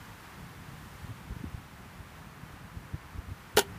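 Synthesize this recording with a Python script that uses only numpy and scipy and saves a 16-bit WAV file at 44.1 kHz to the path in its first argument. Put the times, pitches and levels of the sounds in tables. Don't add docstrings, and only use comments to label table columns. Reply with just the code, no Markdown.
import sys
import numpy as np
from scipy import signal
from scipy.fft import rfft, irfft
from scipy.io import wavfile
from scipy.ndimage import uniform_filter1d

SR = 44100
rng = np.random.default_rng(int(sys.argv[2]) if len(sys.argv) > 2 else 0)


def to_wav(s):
    ch = np.atleast_2d(s).T
    pcm = np.round(np.clip(ch, -1, 1) * 32767)
    wavfile.write(sys.argv[1], SR, pcm.astype(np.int16))


N = 166698

# t/s, level/dB
BREEZE_LEVEL = [(0, -51), (.6, -51.5), (1.15, -52), (2.4, -53), (3.4, -53), (3.78, -51)]
STALK_LEVEL = [(0, -60), (.5, -61.5), (1.0, -60), (1.4, -63), (2.0, -63.5), (2.6, -66.5), (3.3, -64.5),
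               (3.78, -63.5)]
# f/Hz, relative density/dB
HISS_SPECTRUM = [(100, -3.5), (400, -3), (600, -4), (850, 0.5), (1150, 0.5), (1800, -2), (2600, -8.5),
                 (4000, -16), (7000, -21.5), (15000, -24)]
STALK_SPECTRUM = [(300, -4), (1500, -3), (3000, 6), (5000, 0.5), (8000, -1.5), (12000, -3), (15000, -2.5)]
RUMBLE_SPECTRUM = [(20, -41), (40, -3), (65, -0.5), (110, -1), (170, 0), (230, -8.5), (300, -11.5),
                   (500, -24), (1000, -42.5)]
EDDY_SPECTRUM = [(60, -5), (170, 2), (280, -5), (420, -14), (700, -29), (1500, -50)]
# t/s, f/Hz, envelope peak/dB, half-width/cycles
EDDIES = [(0.691, 127, -37, 0.53), (1.048, 101, -32, 0.26), (1.109, 113, -33.5, 0.98),
          (1.308, 65.4, -25, 0.17), (1.325, 70, -25.5, 0.16), (1.368, 100, -31.5, 0.31),
          (1.409, 124, -35, .7), (1.443, 228, -23.5, 0.32), (1.463, 80, -37.5, 0.78),
          (1.546, 80.4, -24, 0.17), (1.578, 95, -37, 0.35), (2.002, 84, -37, 0.45),
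          (2.435, 100, -35.5, 0.26), (2.772, 85, -31, 0.23), (2.943, 98, -24, 0.33), (2.956, 139, -38, .6),
          (3.156, 74, -35, 0.36), (3.189, 68.5, -27.5, 0.28), (3.288, 70, -34, 0.35),
          (3.319, 87.5, -31, 0.6), (3.555, 90, -30.5, 0.27)]
# t/s, tick/dB, crack/dB, ring/dB, crack attack/s, crack T60/s
IMPACTS = [(3.5703, -24, -14, 1, 0.0013, 0.023), (3.5809, -22, -25.5, -23, 0.0008, 0.057),
           (3.592, -11.5, -21.5, -22.5, 0.00058, 0.031), (3.6086, -42, -35, -17, .001, 0.041)]
# f/Hz, relative density/dB
CONTACT_SPECTRUM = [(120, -24), (300, -13), (600, -1), (780, 3), (1100, -17), (1380, 6), (2200, -2.5),
                    (2600, -9), (2900, 7.5), (3900, -4.5), (5200, -2), (7200, -1), (8400, -18), (9500, 0.5),
                    (11000, -19), (13000, -13), (15000, -4.5)]
BUZZ_SPECTRUM = [(150, -10), (300, 2), (420, 9), (600, -6), (780, 9), (940, 7), (1100, -9), (1400, -2),
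                 (2350, -9), (2950, 6), (3900, -2.5), (5200, -9), (7200, -8), (8400, -9), (9600, -8),
                 (11500, -7.5), (15000, -13)]
# f/Hz, level/dB, T60/s
MODES = [(233, -22, 0.048), (380, -25, 0.17), (500, -23, 0.085), (667, -22.5, 0.071), (768, -33, 0.19),
         (831, -22.5, 0.087), (941, -31, 0.12), (1430, -23.5, 0.069), (1517, -28, .09), (1851, -26, 0.089),
         (2352, -33.5, 0.091), (2740, -27.5, 0.05), (2970, -27, 0.062), (3160, -27.5, .08),
         (4415, -29, .08)]

SHOT_S = IMPACTS[0][0]
RING_LAG_S, RING_ATTACK_S = 0.001413, 0.0011


def undb(db):
    return 10 ** (np.asarray(db) / 20)


def noise(spectrum):
    hz, db = np.array(spectrum, float).T
    bin_hz = np.maximum(np.arange(N // 2 + 1) * SR / N, 1)
    gain = undb(np.interp(np.log(bin_hz), np.log(hz), db))
    shaped = irfft(rfft(rng.standard_normal(N)) * gain, N)
    return shaped / np.std(shaped)


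def flutter(rate_hz):
    step = max(int(SR / rate_hz), 1)
    held = np.repeat(rng.standard_normal(N)[:N // step + 1], step)
    ramped = uniform_filter1d(held, step)[:N]
    return ramped / np.std(ramped)


def strike(age, attack, t60, hold=0):
    return np.clip(age / attack, 0, 1) * np.exp(-np.log(1000) * np.maximum(age - hold, 0) / t60)


def grass(t, breeze_db):
    hiss = undb(breeze_db + .5 * flutter(9)) * noise(HISS_SPECTRUM)
    stalk_db = np.interp(t, *np.array(STALK_LEVEL).T)
    rustle = undb(stalk_db + .4 * flutter(12)) * noise(STALK_SPECTRUM)
    return hiss + rustle


def microphone_wind(t, breeze_db):
    rumble_db = -50.5 + 0.91 * (breeze_db - breeze_db.mean()) + 2 * flutter(25.03)
    pressure = undb(rumble_db) * noise(RUMBLE_SPECTRUM)
    turbulence = undb(-18) * noise(EDDY_SPECTRUM)
    for when, hz, db, width in EDDIES:
        near = np.abs(t - when) * hz < 10
        cycles = (t[near] - when) * hz
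        pulse = np.sin(2 * np.pi * cycles) / np.cosh(cycles / width)
        ragged = turbulence[near] / np.cosh(cycles / (2 * width))
        pressure[near] += undb(db) * (pulse + ragged)
    return pressure


def bow_snap(t):
    age = t - SHOT_S
    rush = undb(-26) * strike(age + 0.0055, attack=.003, t60=0.042)
    ticks = sum(undb(db) * strike(t - start, attack=0.00015, t60=0.0069) for start, db, *_ in IMPACTS)
    cracks = sum(undb(db) * strike(t - start, attack, t60) for start, _, db, _, attack, t60 in IMPACTS)
    buzz = undb(-25 + 0.5 * flutter(700)) * strike(age, RING_ATTACK_S, t60=0.1, hold=0.021)
    return (rush * rng.standard_normal(N)
            + (ticks + cracks) * noise(CONTACT_SPECTRUM)
            + buzz * noise(BUZZ_SPECTRUM))


def bow_ring(t, hum_hz=401):
    ring = np.zeros(N)
    for start, _, _, ring_db, *_ in IMPACTS:
        on = t > start + RING_LAG_S
        age = t[on] - start - RING_LAG_S
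        for hz, db, t60 in MODES:
            ring[on] += undb(ring_db + db) * strike(age, RING_ATTACK_S, t60) * np.sin(2 * np.pi * hz * age)
    age = t - SHOT_S
    hum = undb(-38.5) * strike(age, RING_ATTACK_S, t60=0.42) * np.sin(2 * np.pi * hum_hz * age)
    return hum - ring


def string_thunk(t, rest_hz=393.4, sag_hz=50.7, sag_s=0.017):
    age = np.maximum(t - SHOT_S - RING_LAG_S, 0)
    cycles = rest_hz * age + sag_hz * sag_s * (1 - np.exp(-age / sag_s))
    envelope = undb(-15.5) * strike(age, RING_ATTACK_S, t60=0.11, hold=0.0052)
    return -envelope * np.sin(2 * np.pi * cycles)


def scene():
    t = np.arange(N) / SR
    breeze_db = np.interp(t, *np.array(BREEZE_LEVEL).T)
    bow = string_thunk(t) + bow_ring(t) + bow_snap(t)
    return (bow + microphone_wind(t, breeze_db) + grass(t, breeze_db))[None]


def record(dry):
    highpass = signal.butter(2, 28, "high", fs=SR, output="sos")
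    lowpass = signal.ellip(12, .2, 80, 15250, fs=SR, output="sos")
    return signal.sosfilt(lowpass, signal.sosfilt(highpass, dry))


dry = scene()
out = record(dry)
to_wav(out)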